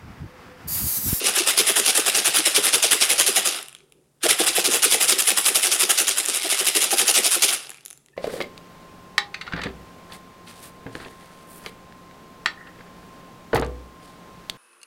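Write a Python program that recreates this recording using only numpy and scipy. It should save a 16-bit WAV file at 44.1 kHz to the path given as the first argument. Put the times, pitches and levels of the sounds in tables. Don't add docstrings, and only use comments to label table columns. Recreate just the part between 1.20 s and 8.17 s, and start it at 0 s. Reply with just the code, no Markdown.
import sys
import numpy as np
from scipy import signal
from scipy.fft import rfft, irfft, next_fast_len
from scipy.io import wavfile
from scipy.ndimage import map_coordinates

SR = 44100
rng = np.random.default_rng(int(sys.argv[2]) if len(sys.argv) > 2 else 0)


def level_to_linear(level):
    exponent = np.asarray(level, float) / 20
    return 10 ** exponent


def transcribe(signal):
    frames = np.atleast_2d(signal).T
    limited = np.clip(frames, -1, 1)
    pcm = np.round(limited * 32767).astype(np.int16)
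    wavfile.write(sys.argv[1], SR, pcm)


N = 307199

# f/Hz, width/Hz, level/dB
WALL = [(1304, 465, -8), (1880, 425, -6.5), (2293, 484, -3.5), (2715, 370, -1), (3490, 860, -4),
        (4670, 1820, -7.5), (5190, 450, -6.5)]
# f/Hz, width/Hz, level/dB
PIECES = [(5660, 960, -13.5), (7290, 870, -5.5), (8866, 1280, -3), (10200, 1310, -2), (11950, 1100, -6),
          (12690, 4200, -12)]
# f/Hz, width/Hz, level/dB
SHELL = [(203.7, 28, -10.5), (252.4, 71, -7.5), (320, 132, -3), (390, 86, 1), (480, 57.5, -1),
         (700, 370, -3.5), (820, 133, -2)]
# f/Hz, width/Hz, level/dB
LID_HUM = [(390, 28, -4)]


def unit(x):
    return x / np.sqrt(np.mean(x ** 2) + 1e-20)


def along(points, hz):
    f, v = np.transpose(points)
    return np.interp(np.log(hz + 1), np.log(f + 1), v)


def curves(tables):
    s, *cols = np.transpose(np.vstack(tables))
    return [np.interp(np.arange(N) / SR, s, c) for c in cols]


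def filtered(x, response):
    m = next_fast_len(N + SR // 2)
    return irfft(rfft(x, m) * response(np.fft.rfftfreq(m, 1 / SR)), m)[..., :N]


def resonant(x, modes):
    out = 0
    for k, (hz, width, db) in enumerate(modes):
        b, a = signal.iirpeak(hz, hz / width, SR)
        out = out + (-1) ** k * level_to_linear(db) * signal.lfilter(b, a, x)
    return out


def wobble(rate):
    knots = rng.standard_normal(int(N * rate / SR) + 4)
    return map_coordinates(knots, [np.arange(N) * rate / SR])


def add_burst(power, s, db, length, rise, fall):
    first = max(round((s - .024) * SR), 0)
    t = np.arange(first, min(first + SR // 5, N)) / SR - s
    shape = np.exp(np.minimum(t, 0) / rise - np.maximum(t - length, 0) / fall)
    power[first:first + len(t)] += level_to_linear(db) ** 2 * shape


def house():
    # t/s, level/dB, rise/s, fall/s
    swells = [
        (2.64, -64, .03, 0.048),
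        (2.79, -57, .07, .04),
        (6.58, -67, 0.17, .12),
        (6.905, -65, .01, .04),
    ]
    t = np.arange(N) / SR
    gain = level_to_linear(-86.5)
    for s, db, rise, fall in swells:
        gain = gain + level_to_linear(db) * np.exp(np.minimum(t - s, 0) / rise - np.maximum(t - s, 0) / fall)
    return gain


def background():
    # f/Hz, level/dB per Hz
    hush = [(15, -46), (25, -18), (43, -9), (64, -5), (97, -23.5), (137, -0.5), (175, -10), (416, -16.5),
            (1020, -25), (2550, -36), (5430, -34.5), (9570, -29), (16000, -41.5)]
    # f/Hz, level/dB per Hz
    rumble = [(35, -46), (60, -16), (96, -17), (111, -7), (134, 3), (148, 1.5), (163, -23), (258, -5.5),
              (398, 11.5), (560, -8.5), (700, -28), (910, -57.5), (1540, -120)]
    noise = lambda spectrum: unit(filtered(rng.standard_normal(N), lambda hz: level_to_linear(along(spectrum, hz))))
    return level_to_linear(-64) * noise(hush) + house() * noise(rumble)


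def tumble():
    # start t/s, end t/s, rolling level/dB, settling/dB per s
    bouts = [
        (0, 2.37, -29.5, 220.5),
        (3.15, 6.33, -33, 96.5),
    ]
    still_db = -78.5
    t = np.arange(N) / SR
    top, fall = np.zeros((2, N))
    for first, last, db, settle in bouts:
        now = t >= first
        top[now] = db
        fall[now] = np.clip(settle * (t[now] - last), 0, db - still_db)
    return top - fall, top - 10 - 0.85 * fall


def throws():
    # t/s, level/dB, length/ms
    out_first = [(.062, -17.5, 29), (.274, -15.5, 25), (.471, -16.5, 36), (.658, -18.5, 47),
                 (.864, -17.5, 17), (1.054, -16, 27), (1.259, -15, 10), (1.441, -17.5, 24), (1.63, -15, 20),
                 (1.815, -13.5, 9), (1.99, -14, 8.5), (2.161, -16.5, 22)]
    # t/s, level/dB, length/ms
    back_first = [(.166, -17, 28), (.376, -15.5, 32), (.562, -16.5, 36), (.754, -16.5, 41),
                  (.946, -16.5, 45), (1.144, -16, 45), (1.352, -14, 24), (1.532, -14, 19.5),
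                  (1.712, -14, 18), (1.897, -13.5, 9.2), (2.067, -16.5, 13), (2.256, -17.5, 16)]
    # t/s, level/dB, length/ms
    out_second = [(3.035, -20, 30), (3.194, -20, 44), (3.36, -17.5, 40), (3.523, -16.5, 43),
                  (3.717, -15.5, 29), (3.887, -17.5, 25), (4.075, -16.5, 33), (4.26, -15.5, 25),
                  (4.43, -19, 44), (4.604, -16, 12), (4.785, -16.5, 24), (4.98, -18.5, 7.9),
                  (5.144, -23, 30), (5.316, -19.5, 10), (5.47, -17, 13), (5.626, -17, 18),
                  (5.792, -16.5, 23), (5.962, -15, 15), (6.131, -16.5, 21), (6.286, -22, 61)]
    # t/s, level/dB, length/ms
    back_second = [(3.09, -13.5, 24), (3.269, -14.5, 15), (3.446, -15.5, 17), (3.628, -16.5, 27),
                   (3.806, -16.5, 39), (3.988, -14, 15), (4.175, -14.5, 9.6), (4.351, -15.5, 21),
                   (4.516, -17, 29), (4.696, -14.5, 8), (4.875, -18, 19), (5.078, -23.5, 19),
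                   (5.235, -24.5, 35), (5.389, -20.5, 33), (5.556, -17.5, 24), (5.716, -19, 17),
                   (5.884, -15.5, 16), (6.047, -17, 20), (6.224, -15, 20)]
    # t/s, piece-over-wall level/dB
    facing = [(0, 3.5), (.75, 5), (1.05, 3), (2.2, 5), (3.03, 1.5), (3.8, 6), (5.1, 6), (5.3, 4),
              (6.1, 6.5), (6.3, 4.5)]
    # start t/s, end t/s
    round_spans = [
        (0, .2),
        (5.2, 6.2),
    ]
    swings = [  # rows, lead-in dB, landing rise in s
        (out_first, -14, .0035),
        (back_first, -17.5, .0019),
        (out_second[:1], -30, .0019),
        (out_second[1:], 1, .0041),
        (back_second, -17.5, .0019)]
    rows = []
    for swing, lead_db, rise in swings:
        for s, db, ms in swing:
            bright_db = np.interp(s, *np.transpose(facing))
            slide_db = -5.5 - 2.5 * np.log2(ms / 24)
            rounder = any(a < s < b for a, b in round_spans)
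            rows.append((s, db, ms, bright_db, lead_db, slide_db, rise * (3.5 if rounder else 1)))
    return rows


def contacts(rate, spread_db):
    chance = rng.random(N)
    size = np.minimum(rng.exponential(1, N), 3.2)
    sign = rng.choice([-1, 1], N)
    return unit((chance < rate / SR) * level_to_linear(spread_db * size) * sign / np.sqrt(rate))


def struck(blows, modes, scatter, scatter_db, stay, count):
    favoured = np.repeat(rng.integers(count, size=N // 900 + 1), 900)[:N]
    spot = np.where(rng.random(N) < stay, favoured, rng.integers(count, size=N))
    draw = rng.standard_normal((count, len(modes), 2))
    mean_gain = np.linalg.norm(resonant(signal.unit_impulse(SR // 10), modes))
    out = 0
    for k, shifts in enumerate(draw):
        own = [(hz * np.exp(scatter * a), width, db + scatter_db * b)
               for (hz, width, db), (a, b) in zip(modes, shifts)]
        out = out + resonant(blows * (spot == k), own)
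    return out / mean_gain


def rattle():
    # t/s, level/dB
    rebounds = [(.31, -11.5), (0.416, -12.5), (.894, -6.5), (1.486, -9.5), (1.5, -26), (1.706, -28),
                (1.931, -12), (2.095, -10.5), (3.03, -25.5), (3.132, -17), (3.241, -9.5), (3.92, -5),
                (4.632, -8), (4.914, -12), (5.344, -15), (6.081, -19)]
    rolling_db, shell_db = tumble()
    wall = level_to_linear(rolling_db - 3.5) ** 2
    pieces = level_to_linear(rolling_db - 4.5) ** 2
    shell = level_to_linear(shell_db - 3.5) ** 2
    for s, db, ms, bright_db, lead_db, slide_db, landing in throws():
        length = ms / 1000
        for power, share_db in ((wall, -4 - bright_db / 2), (pieces, -3.5 + bright_db / 2)):
            level = db + share_db
            add_burst(power, s, level + lead_db - 7.5, 0, rise=.01, fall=.00051)
            add_burst(power, s, level, length, rise=landing, fall=.0036)
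            add_burst(power, s + .0024, level - 5.5, 0, rise=.0019, fall=.016)
            add_burst(power, s + length, level + slide_db + 2, 0, rise=.00039, fall=.0093)
        add_burst(shell, s, db - 17, length, rise=.003, fall=.011)
    for s, db in rebounds:
        add_burst(wall, s - .002, db - 14.5, .004, rise=.0043, fall=.0044)
        add_burst(pieces, s - .002, db - 10.5, .004, rise=.0023, fall=.004)

    clumps = unit(level_to_linear(1.6 * wobble(300) + .4 * wobble(70)))
    busy = np.interp(10 * np.log10(wall + pieces), [-50, -30], [500, 4000])
    shower = contacts(busy, spread_db=5.5)

    def scrape(share):
        return clumps * (np.sqrt(1 - share) * shower + np.sqrt(share) * rng.standard_normal(N))

    on_wall, on_pieces = scrape(.2), scrape(.12)
    ringing = struck(np.sqrt(wall) * on_wall, WALL, scatter=.061, scatter_db=2.5, stay=.8, count=6)
    clicking = struck(np.sqrt(pieces) * on_pieces, PIECES, scatter=.035, scatter_db=2.5, stay=.6, count=6)
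    stirs = np.sqrt(shell) * contacts(900, spread_db=5)
    stirring = struck(stirs, SHELL, scatter=.047, scatter_db=3, stay=.6, count=3)
    return ringing - clicking + stirring + resonant(stirring, LID_HUM)


def room(x):
    # f/Hz, t60/s
    decay = [(150, 0.08), (1000, 0.6), (4000, 0.43), (10000, 0.39), (15000, 0.12)]
    out = np.zeros(N + 2 * SR)
    step = round(.3 * SR)
    for first in range(0, N, step):
        hz, t, z = signal.stft(rng.standard_normal(SR * 3 // 4), SR, nperseg=256)
        fading = level_to_linear(-60 * t / along(decay, hz)[:, None])
        tail = signal.istft(z * fading, SR, nperseg=256)[1]
        echo = signal.fftconvolve(x[first:first + step], tail / np.linalg.norm(tail))
        out[first + 250:][:len(echo)] += echo
    return out[:N]


def drums():
    # t/s, level/dB, f/Hz
    first_thumps = [(0.02, -25.5, 399), (0.047, -24.5, 411), (0.085, -27, 775), (0.175, -26.5, 794),
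                    (0.209, -22, 356), (0.275, -28, 540), (0.403, -20, 398), (0.498, -24, 660),
                    (0.597, -20.5, 424), (0.686, -23.5, 784), (0.79, -22.5, 434), (0.883, -25.5, 710),
                    (0.985, -26, 467), (1.079, -25.5, 700.0), (1.196, -24, 320.0), (1.273, -23, 618),
                    (1.384, -19.5, 415), (1.474, -26.5, 800), (1.561, -22.5, 390.0), (1.647, -27.0, 610),
                    (1.728, -29.5, 404), (1.753, -26, 420), (1.828, -29, 410), (1.931, -26.5, 505),
                    (1.999, -25, 580), (2.093, -20.5, 400), (2.177, -23.5, 778), (2.281, -29.5, 364)]
    # t/s, level/dB, f/Hz
    later_thumps = [(3.061, -17, 651), (3.207, -22, 334), (3.3, -30, 346), (3.387, -18.5, 480.0),
                    (3.485, -19, 377), (3.546, -22.5, 450), (3.662, -22.5, 408), (3.752, -21.5, 462),
                    (3.807, -30, 658), (3.849, -31, 488), (3.928, -22, 363), (3.971, -28.5, 378),
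                    (4.124, -25, 344), (4.308, -29, 394), (4.367, -33.5, 600), (4.484, -32.5, 367),
                    (4.638, -22.5, 370), (4.812, -25.5, 361), (5.093, -30, 382), (5.256, -26.5, 700.0),
                    (5.416, -26.5, 372), (5.564, -23.5, 370), (5.626, -33.5, 800), (5.734, -20.5, 792),
                    (5.826, -25, 384), (5.895, -29, 440), (5.989, -21, 390.0), (6.061, -28.5, 700.0),
                    (6.17, -26.5, 353), (6.236, -30.5, 624)]
    # t/s, level/dB, f/Hz
    double_thumps = [
        (3.046, -21, 339),
        (3.205, -17.5, 700),
        (3.383, -23, 700),
        (5.73, -27.5, 410),
        (5.001, -36.5, 351),
        (5.25, -30, 330),
    ]
    pitched, lid, base = np.zeros((3, N + SR))
    t = np.arange(SR // 12) / SR
    swell = (t / .0059) * np.exp(1 - t / .006)
    for s, db, hz in first_thumps + later_thumps + double_thumps:
        turn = 2 * np.pi * (hz * t * (1.02 - 1.48 * t) + rng.random())
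        start = round((s - .008) * SR)
        pitched[start:][:len(t)] += level_to_linear(db) * swell * np.sin(turn)
        panel = lid if hz < 560 else base
        panel[start:][:len(t)] += level_to_linear(db + 20) * swell * rng.standard_normal(len(t))
    lid_thud = resonant(lid[:N], SHELL[:5]) + resonant(lid[:N], LID_HUM)
    return pitched[:N] + lid_thud + resonant(base[:N], SHELL)


def jolts():
    # f/Hz, width/Hz, level/dB
    low_modes = [(75, 36, -6.5), (129, 40, 5.5), (165, 40, -1.5)]
    # t/s, level/dB
    arm_force = [(0, -54), (2.3, -54), (3.0, -48), (4.1, -58.5), (4.4, -74), (6.3, -59)]
    power = np.zeros(N)
    for s, db, ms, *_ in throws():
        add_burst(power, s, db, ms / 1000, rise=.008, fall=.019)
    push = np.sqrt(power) * rng.standard_normal(N)
    thud = resonant(resonant(push, low_modes), [(100, 160, 0)])
    return level_to_linear(curves([arm_force])[0]) * unit(thud)


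def ticks():
    # t/s, peak level/dB, f/Hz, click over ring level/dB
    first_drops = [(2.3094, -26.5, 3540, -8), (2.3385, -17, 3350, -14), (2.3514, -17.5, 1400, -13),
                   (2.3764, -15.5, 1360, -16.5), (2.3896, -14.5, 1360, -18), (2.4282, -18.5, 10950, -3),
                   (2.4444, -31, 2670, -21), (2.4597, -29, 2650, -11), (2.4841, -25, 2970, -3),
                   (2.494, -32, 2570, -4), (2.528, -28, 2580, -5), (2.5498, -18.5, 3300, -11.5),
                   (2.5654, -30, 2860, -18), (2.5866, -34.5, 6310, -26), (2.605, -36, 2310, -23.5),
                   (2.6993, -58.5, 1385, 1), (2.7225, -28, 10200, -13)]
    # t/s, peak level/dB, f/Hz, click over ring level/dB
    last_drops = [(6.4432, -38, 7260, -10), (6.47, -21, 4940, -12), (6.4942, -19, 2720, -9.5),
                  (6.5037, -18, 10200, -10), (6.517, -21, 1660, -15), (6.5334, -28, 2680, -18),
                  (6.5446, -24.5, 2520, -14), (6.5524, -31.5, 2620, -19), (6.5604, -37.5, 9900, -16),
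                  (6.572, -35, 11200, -7), (6.583, -31, 2390, -24), (6.6308, -53.5, 2450, -36),
                  (6.6374, -42, 3390, -21), (6.652, -26, 9900, -5), (6.66, -17, 11900, -4),
                  (6.6812, -21.5, 7230, -8.5), (6.7033, -19.5, 10200, -8.5), (6.709, -22.5, 6300, -8),
                  (6.729, -25, 10000, -9.5), (6.7753, -31, 7350, -6), (6.861, -38, 3930, -4),
                  (6.885, -36, 1960, -25)]
    # t/s, peak level/dB
    stray_clicks = [
        (4.9836, -5),
        (5.0539, -11),
        (5.0602, -7),
        (5.0854, -8.5),
    ]
    strays = [(s, db - 1.5, 10500, -3) for s, db in stray_clicks]
    tone, click, knock = np.zeros((3, N + SR))
    t = np.arange(SR // 50) / SR
    for s, db, hz, click_db in first_drops + last_drops + strays:
        start = round(s * SR)
        crack = rng.standard_normal(len(t)) * level_to_linear(-60 * t / .0023)
        tone[start:][:len(t)] += level_to_linear(db - 9.5) * np.sin(2 * np.pi * hz * t) * level_to_linear(-60 * t / .009)
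        click[start:][:len(t)] += level_to_linear(db + click_db + 17.5) * crack
        knock[start:][:len(t)] += level_to_linear(db + 6) * crack
    knocking = resonant(knock[:N], WALL) + level_to_linear(-5.5) * resonant(knock[:N], SHELL)
    return tone[:N] + resonant(click[:N], PIECES) + knocking


def creak():
    # t/s, level/dB, f/Hz
    squeak = [
        (6.901, -84, 1700),
        (6.935, -61, 1770),
        (6.96, -63, 1890),
    ]
    db, hz = curves([[(6.88, -120, 1666)], squeak])
    turn = 2 * np.pi * np.cumsum(hz) / SR
    return level_to_linear(db) * (wobble(150) * np.sin(turn) + level_to_linear(-5) * wobble(250) * np.sin(1.46 * turn))


def scene():
    # f/Hz, level/dB
    mic_tone = [(30, -16), (250, -2), (1000, -3), (1500, -0.5), (3000, -0.5), (5500, 0), (8000, -0.5),
                (11000, -2.5), (14000, -3), (16000, -12)]
    tub = rattle() + drums() + jolts() + ticks() + creak()
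    heard = filtered(tub + level_to_linear(-13) * room(tub), lambda hz: level_to_linear(along(mic_tone, hz)))
    return (heard + background())[None]


def band_limit(x):
    return signal.sosfilt(signal.butter(12, 16230, fs=SR, output="sos"), x)


def record(dry):
    rounded = dry / (1 + np.abs(dry / .56) ** 5) ** (1 / 5)
    passed = lambda hz: (hz < 16100) * hz ** 2 / (hz ** 2 + 45 ** 2)
    return band_limit(filtered(rounded, passed))


dry = scene()
out = record(dry)
transcribe(out)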